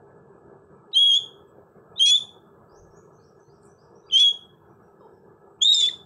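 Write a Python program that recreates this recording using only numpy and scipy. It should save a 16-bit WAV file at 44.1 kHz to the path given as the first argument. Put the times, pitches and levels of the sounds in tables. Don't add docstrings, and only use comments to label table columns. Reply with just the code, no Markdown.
import sys
import numpy as np
from scipy import signal
from scipy.fft import rfft, irfft, next_fast_len
from scipy.io import wavfile
from scipy.ndimage import uniform_filter1d, map_coordinates

SR = 44100
rng = np.random.default_rng(int(sys.argv[2]) if len(sys.argv) > 2 else 0)


def file_out(sig):
    cols = np.atleast_2d(sig).T
    lim = np.clip(cols, -1, 1)
    pcm = np.round(lim * 32767).astype(np.int16)
    wavfile.write(sys.argv[1], SR, pcm)


def undo_db(level):
    steps = np.asarray(level, float) / 20
    return 10 ** steps


N = 266849
TIME = np.arange(N) / SR

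# freq_hz, density_db (per Hz)
FAN_AIR = [(18, -52), (30, -32), (86, -8), (145, -3.5), (207, -7), (271, -13.5), (394, -2), (612, -11),
           (919, -11.5), (1110, -15), (1270, -12.5), (1480, -21), (1720, -20), (2240, -50.5), (3780, -120)]
# freq_hz, width_hz, level_db
FAN_MOTOR = [(152.5, 19.9, -66), (198.1, 30, -65.5), (340.2, 14, -62), (402.7, 20, -56), (460, 9.2, -61.5),
             (1303.7, 17, -68), (1690, 27, -74.5)]
# fall_start_s, fall_end_s, rise_start_s, rise_end_s, depth_db
GAIN_DUCKS = [
    (0.96, 1.05, 1.09, 1.21, -18),
    (2.01, 2.05, 2.16, 2.18, -11),
    (4.13, 4.23, 4.29, 4.33, -24),
    (5.63, 5.69, 5.73, 5.77, -15),
]
# freq_hz, density_db (per Hz)
MIC_HISS = [(1500, -20.5), (1800, -12), (3000, -12), (5200, -15.5), (7200, -13.5), (8700, -18.5),
            (10000, -22.5), (15600, -25.5)]
# freq_hz, width_hz, level_db
ELECTRONIC_WHINE = [(7980, 60, -91), (7700, 250, -94), (12100, 80, -104)]
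# time_s, length_s
TICK_MOMENTS = [(3.634, .004), (3.655, .003), (3.655, .06), (3.64, .06), (2.85, .2), (.92, .006),
                (4.092, .012), (5.595, .01)]
# low_hz, high_hz, level_db
TICK_BANDS = [(4300, 5400, -65), (7300, 12000, -63), (7250, 8800, -65), (9000, 12000, -90),
              (35, 110, -56.5), (2200, 4900, -58), (2320, 2600, -61), (2400, 2800, -71.5)]
# time_s, pitch_hz, level_db, second_partial_db (the beak's opening)
CALLS = [
    [(0.944, 3190, -33, -23.5), (0.959, 3103, -15.5, -30), (0.974, 3233, -10.5, -23.5),
     (1.002, 3320, -12, -31.5), (1.088, 3312, -14, -32), (1.108, 3243, -12.5, -24),
     (1.146, 3239, -13, -22.5), (1.18, 3457, -15.5, -23.5)],
    [(1.994, 3230, -27, -15.5), (2.004, 3103, -14, -28), (2.03, 3262, -12.5, -21), (2.118, 3403, -14, -17),
     (2.146, 3445, -11.5, -30), (2.166, 3572, -13, -21)],
    [(4.114, 3245, -39.5, -21.5), (4.136, 3048, -16, -22.5), (4.162, 3153, -9.5, -20.5),
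     (4.18, 3249, -12.5, -31.5), (4.202, 3407, -12.5, -34), (4.286, 3291, -12, -27),
     (4.298, 3372, -20.5, -23.5)],
    [(5.607, 3236, -55, -32), (5.619, 3235, -13, -23), (5.639, 3577, -15, -6.5), (5.665, 3685, -11, -25),
     (5.722, 3802, -13, -22.5), (5.74, 3690, -15.5, -10.5), (5.81, 3566, -17.5, -18.5),
     (5.842, 3440, -15, -25.5), (5.888, 3566, -18, -23)],
]
# third_early_db, third_late_db (3rd partial), flutter_db, breath_db
CALL_VOICES = [
    (-29, -35, -27, -47),
    (-22.5, -36, -28.5, -46),
    (-36, -38, -27, -45),
    (-46.5, -32.5, -31.5, -44),
]
# start_s, end_s, first_hz, last_hz,
# level_db
SIDE_NOTES = [(0.929, .957, 3721, 4122, -27.5), (1.957, 1.98, 3450, 3680, -41.5),
              (1.975, 1.997, 3592, 4080, -32.5), (4.099, 4.107, 3220, 3343, -42),
              (4.11, 4.116, 2930, 3260, -34), (4.121, 4.129, 3327, 3460, -33.5),
              (5.672, 5.7, 3950, 4010, -28), (5.727, 5.736, 3780, 4070, -15),
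              (1.467, 1.525, 7780, 7790, -75), (4.44, 4.48, 7760, 7780, -78),
              (5.743, 5.754, 5340, 5075, -19.5), (5.762, 5.771, 5330, 4940, -32),
              (5.755, 5.87, 4080, 3740, -32.5), (5.884, 5.897, 2260, 1725, -37.5),
              (5.884, 5.897, 4380, 3600, -36)]
# time_s, change_db, width_ms
LONE_CATCHES = [(1.0526, -5, 4), (1.1123, -8, 4.5), (2.0591, -3.3, 4.3), (2.0927, -6.8, 4.3),
                (5.6419, -16, 6), (5.6839, -9, 1.6), (5.7135, -9.6, 4), (5.7205, 6, 5), (5.836, 3, 9),
                (1.1755, 2.5, 4), (4.171, 2.5, 4), (5.8071, -11.5, 1.5), (5.8207, -15, 3.4),
                (5.8672, -21, 2.4)]
# first_s, last_s, period_ms, depth_db, width_ms
STUTTER_TRAINS = [(0.9795, 0.999, 9.6, -5.5, 4), (1.1255, 1.172, 7.7, -5.5, 2),
                  (4.1761, 4.201, 8.1, -6.5, 2.6), (5.6516, 5.689, 9.3, -9, 2.3),
                  (5.7256, 5.751, 8.3, -11.5, 1.5), (5.76, 5.803, 7.3, -5.5, 2.6)]
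# start_s, end_s, steps_db (quarter pitch), rasp_db
VOICE_BREAKS = [(1.114, 1.174, -74, -49), (2.057, 2.111, -24.5, -39), (4.172, 4.206, -46, -35),
                (4.197, 4.235, -31, -39.5), (5.754, 5.791, -67, -48.5), (5.795, 5.873, -64, -35.5),
                (2.108, 2.163, -70, -48.5), (4.237, 4.291, -56, -56)]
# quarters_of_pitch, level_db
QUARTER_STEPS = [(2, -40.5), (3, -4), (5, -3.5), (6, -9), (7, 3.5), (9, -23), (10, -12.5), (11, -6.5),
                 (13, -36), (14, -35)]
# freq_hz, density_db (per Hz)
RASP_COLOUR = [(1400, -43.5), (2200, -1), (3500, -2), (5000, -1.5), (6500, 0), (8500, -9), (10300, -22.5),
               (11500, -29.5), (14000, -51)]
# start_s, level_db
PITCH_DIVES = [
    (5.7247, 1),
    (5.7398, 1.5),
]
# freq_hz, t60_s
WALL_DECAY = [(300, 0.21), (2500, 0.4), (3500, 0.43), (7000, .4), (11000, 0.52)]
# start_s, length_s, first_hz, level_db
FAR_CHIRPS = [(2.68, .065, 4450, -65.5), (2.735, .03, 5400, -60), (2.75, 0.036, 5910, -62.5),
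              (2.9, 0.086, 5280, -61.5), (3.115, .045, 5570, -67), (3.18, .07, 4080, -68.5),
              (3.235, 0.026, 5380, -63), (3.385, .033, 5730, -66), (3.48, 0.066, 4380, -66),
              (3.665, .03, 5600, -64.5), (3.775, .04, 4490, -66.5), (3.81, .027, 5400, -67),
              (3.945, .035, 5450, -65)]
# start_s, length_s, first_hz, level_db
FAR_PEEPS = [(3.355, 0.014, 6660, -72), (3.445, .025, 4200, -73), (4.025, 0.014, 3820, -71.5),
             (4.056, .04, 4650, -62), (5.113, .02, 5470, -72), (5.12, .03, 5160, -77),
             (3.17, .03, 2300, -81), (3.63, .04, 2250, -80), (4.67, .04, 5620, -80.5),
             (4.823, .025, 5620, -77), (4.99, .03, 5130, -71.5), (4.99, 0.027, 3630, -72.5),
             (5.0, .03, 3040, -75)]
# time_s, pitch_hz, level_db
CAGE_CREAK = [(4.998, 581, -76.5), (5.009, 555, -45.5), (5.036, 460, -48.5), (5.071, 440, -44),
              (5.085, 450, -77)]


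def unit(x):
    return x / np.sqrt(np.mean(x ** 2) + 1e-20)


def along(points, hz):
    f, v = np.transpose(points)
    return np.interp(np.log(hz + 1), np.log(f + 1), v)


def wobble(rate):
    return map_coordinates(rng.standard_normal(int(N * rate / SR) + 4), [TIME * rate])


def coloured(x, gain):
    m = next_fast_len(N)
    spectrum = rfft(x, m) * gain(np.fft.rfftfreq(m, 1 / SR))
    return unit(irfft(spectrum, m)[:N])


def noise(gain):
    return coloured(rng.standard_normal(N), gain)


def gate(start, end, edge):
    return np.sin(np.pi / 2 * np.clip(np.minimum(TIME - start, end - TIME) / edge, 0, 1)) ** 2


def bands(lines):
    return sum(undo_db(db) * noise(lambda f: 1 / (1 + ((f - hz) / width) ** 4)) for hz, width, db in lines)


def glides(rows, edge):
    out = np.zeros(N)
    for start, end, first_hz, last_hz, db in rows:
        length = max(end - start, .003)
        t = np.arange(int(length * SR)) / SR
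        phase = 2 * np.pi * (first_hz * t + (last_hz - first_hz) * t * t / (2 * length))
        shape = np.clip(np.minimum(t, length - t) / (edge * length), 0, 1)
        out[round(start * SR):][:len(t)] += np.sqrt(2) * undo_db(db) * shape * np.sin(phase)
    return out


def patchy(x, depth_db, tall, long, rarity):
    z = signal.stft(x, nperseg=512)[2]
    field = uniform_filter1d(rng.standard_normal(z.shape), tall, 0, mode="wrap")
    field = uniform_filter1d(field, long, 1, mode="wrap")
    change_db = depth_db * np.maximum(unit(field) - rarity, 0)
    return signal.istft(z * undo_db(np.minimum(change_db, 22)), nperseg=512)[1][:N]


def room(x, stretch):
    hz, t, z = signal.stft(rng.standard_normal(SR), SR, nperseg=256)
    decay_db = -60 * t / (stretch * along(WALL_DECAY, hz)[:, None])
    tail = signal.istft(z * undo_db(decay_db), SR, nperseg=256)[1]
    delayed = np.pad(x, (130, 0))
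    return signal.fftconvolve(delayed, tail / np.linalg.norm(tail))[:N]


def fan():
    air = noise(lambda f: undo_db(along(FAN_AIR, f)) * (f < 1740) * (f > 42))
    hum = unit(patchy(air, -12, tall=2, long=20, rarity=0.44) + bands(FAN_MOTOR) * undo_db(49.5))
    leak = noise(lambda f: (f > 1780) * (f < 2700) * (1780 / (f + 1)) ** 3)
    specks = patchy(leak, 14, tall=2, long=14, rarity=.8)
    rumble = signal.sosfiltfilt(signal.butter(2, 230, fs=SR, output="sos"), hum)
    db = -51 + 0.53 * wobble(1.9) + 1.9 * wobble(22)
    db += sum(np.interp(TIME, times, [0, depth_db, depth_db, 0]) for *times, depth_db in GAIN_DUCKS)
    rumble_db = -51.5 + .5 * (db + 53.0)
    rush = patchy(hum - rumble, -4, tall=4, long=30, rarity=.7) + undo_db(-43.5) * specks
    return undo_db(db) * rush + undo_db(rumble_db) * rumble


def hiss(blowing):
    call_ends = [call[-1][0] for call in CALLS]
    since = np.array([np.where(TIME > end, TIME - end, np.inf) for end in call_ends]).min(0)
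    top = patchy(noise(lambda f: (f > 10900) * (f < 15700)), -9, tall=3, long=150, rarity=-.2)
    steady = undo_db(-87.0) * noise(lambda f: undo_db(along(MIC_HISS, f)))
    steady += undo_db(2.5 * wobble(12)) * bands(ELECTRONIC_WHINE)
    return (steady + undo_db(-80 - 8 * since) * top) * (1 - 0.701 * blowing)


def ticks():
    out = np.zeros(N)
    for (s, length), (low_hz, high_hz, db) in zip(TICK_MOMENTS, TICK_BANDS):
        burst = noise(lambda f: 1 / (1 + (low_hz / (f + 1)) ** 30 + (f / high_hz) ** 24))
        out += undo_db(db + 3 * wobble(250)) * np.exp(-((TIME - s) * 2 / length) ** 2) * burst
    return out


def falter():
    uneven_ms, uneven_depth = .7, .25
    dips = list(LONE_CATCHES)
    for first, last, period, db, ms in STUTTER_TRAINS:
        at = np.arange(first, last, period / 1000)
        odd = rng.standard_normal((len(at), 2))
        dips += [(s + uneven_ms * a / 1000, db * np.exp(uneven_depth * b), ms) for s, (a, b) in zip(at, odd)]
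    return sum(d * np.exp(-2.8 * ((TIME - at) * 1000 / ms) ** 2) for at, d, ms in dips)


def dives():
    dive_s, start_hz, fall_to = .006, 3750, .6
    rows = [(s, s + dive_s, k * start_hz, k * start_hz * fall_to, db + partial_db)
            for s, db in PITCH_DIVES for k, partial_db in enumerate([-42, -35, -56], 1)]
    return glides(rows, edge=.3) * (.5 + wobble(1200))


def broken_voice(phase, flaps, falter_db):
    loose = .011
    steps = unit(sum(undo_db(d + 2.51 * wobble(90)) * np.sin(k * phase / 4 + loose * k * k * wobble(350))
                     for k, d in QUARTER_STEPS))
    slaps = unit(np.diff(np.floor(flaps), prepend=0) * undo_db(2 * wobble(300)))
    gritty = slaps + .7 * rng.standard_normal(N)
    rasp = patchy(coloured(gritty, lambda f: undo_db(along(RASP_COLOUR, f))), -9.5, tall=4, long=8, rarity=0)
    rasp *= undo_db(2 * wobble(90) - .35 * np.maximum(falter_db, -9))
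    out = np.zeros(N)
    for start, end, step_db, rasp_db in VOICE_BREAKS:
        out += undo_db(step_db) * gate(start, end, 0.0028) * steps
        out += undo_db(rasp_db) * gate(start - .014, end + 0.013, .03) * rasp
    return out


def breath(blowing, db, breath_db):
    rush = noise(lambda f: undo_db(along(RASP_COLOUR, f)) * (f > 2100))
    air = blowing * undo_db(db + breath_db) * patchy(rush, -13, tall=5, long=14, rarity=.2)
    top = patchy(noise(lambda f: f > 14300), -20.5, tall=6, long=6, rarity=-.2)
    return air + blowing * undo_db(db - 65.5) * top


def parakeet():
    s, *cols = np.transpose(np.concatenate(CALLS))
    hz, db, second_db = [np.interp(TIME, s, c) for c in cols]
    ends = [call[k][0] for call in CALLS for k in (0, -1)]
    third_db = np.interp(TIME, ends, np.ravel([v[:2] for v in CALL_VOICES]))
    third_db += 0.2 * (second_db + 23)
    third_db += 1.4 * np.minimum(db + 13.5, 0)
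    third_db -= 10 * sum(gate(a, b, 0.0046) for a, b, step_db, _ in VOICE_BREAKS if step_db > -50)
    fourth_db = -70 + 5 * wobble(30)
    breath_db = np.interp(TIME, ends, np.repeat([v[3] for v in CALL_VOICES], 2))
    flutter_db = np.interp(TIME, ends, np.repeat([v[2] for v in CALL_VOICES], 2))

    phase = 2 * np.pi * np.cumsum(uniform_filter1d(hz, 200) + 9 * wobble(300)) / SR
    flaps = np.cumsum(355 + 25 * wobble(40) + 25 * wobble(200)) / SR
    flutter = undo_db(flutter_db + 2.5 * wobble(60)) * np.sin(2 * np.pi * flaps)
    tone = (1 + flutter + 0.01 * wobble(1400)) * np.sin(phase + flutter)
    for k, level_db in enumerate([second_db, third_db, fourth_db], 2):
        skirt = 1 + .22 * wobble(1500)
        overtone = np.sin(k * phase + 1.5 * flutter + .4 * wobble(500))
        tone += skirt * undo_db(level_db + 3.2 * wobble(70)) * overtone

    falter_db = falter()
    blowing = sum(gate(call[0][0], N, 0.0013) * gate(0, call[-1][0] + .003, 0.0046) for call in CALLS)
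    lumps_db = .9 * wobble(170) + .5 * wobble(500)
    voice = np.sqrt(2) * blowing * undo_db(db - 1.05 + falter_db + lumps_db) * tone
    breaks = broken_voice(phase, flaps, falter_db)
    side_notes = glides(SIDE_NOTES, edge=0.33) * undo_db(1.5 * wobble(400))
    return voice + breaks + breath(blowing, db, breath_db) + side_notes + dives(), blowing


def call_echo(bird, blowing):
    gain = undo_db(-10 * uniform_filter1d(blowing, 400))
    echo = room(bird / gain, stretch=0.63) + 0.36 * room(bird / gain, stretch=0.9)
    return undo_db(-18.5) * gain * echo


def far_birds():
    rows = [(s, s + length, hz, hz + rise * length, db)
            for table, rise in [(FAR_CHIRPS, 21000), (FAR_PEEPS, 7000)]
            for s, length, hz, db in table]
    chirps = glides(rows, edge=0.17) * undo_db(3 * wobble(150))
    return patchy(.25 * chirps + room(chirps, stretch=1.0), -13, tall=2, long=22, rarity=.2)


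def creak():
    s, hz, db = np.transpose(CAGE_CREAK)
    phase = 2 * np.pi * np.cumsum(np.interp(TIME, s, hz) + 18 * wobble(150)) / SR
    level_db = np.interp(TIME, s, db, -150, -150) - 2 + 2.3 * wobble(80)
    return undo_db(level_db) * (np.sin(phase) + 0.87 * np.sin(2 * phase))


def scene():
    bird, blowing = parakeet()
    near = ticks()
    mix = fan() + hiss(blowing)
    mix += near + 0.49 * room(near, stretch=.6)
    mix += bird + call_echo(bird, blowing)
    mix += far_birds() * (1 - blowing)
    mix += creak()
    return mix[None]


def band_limit(x):
    return signal.sosfilt(signal.butter(12, 15700, fs=SR, output="sos"), x)


def record(dry):
    level = np.sqrt(np.abs(uniform_filter1d(dry ** 2, 200)))
    limited = dry / (1.5 + (level / 0.29) ** 4) ** 0.31
    return band_limit(limited)


dry = scene()
out = record(dry)
file_out(out)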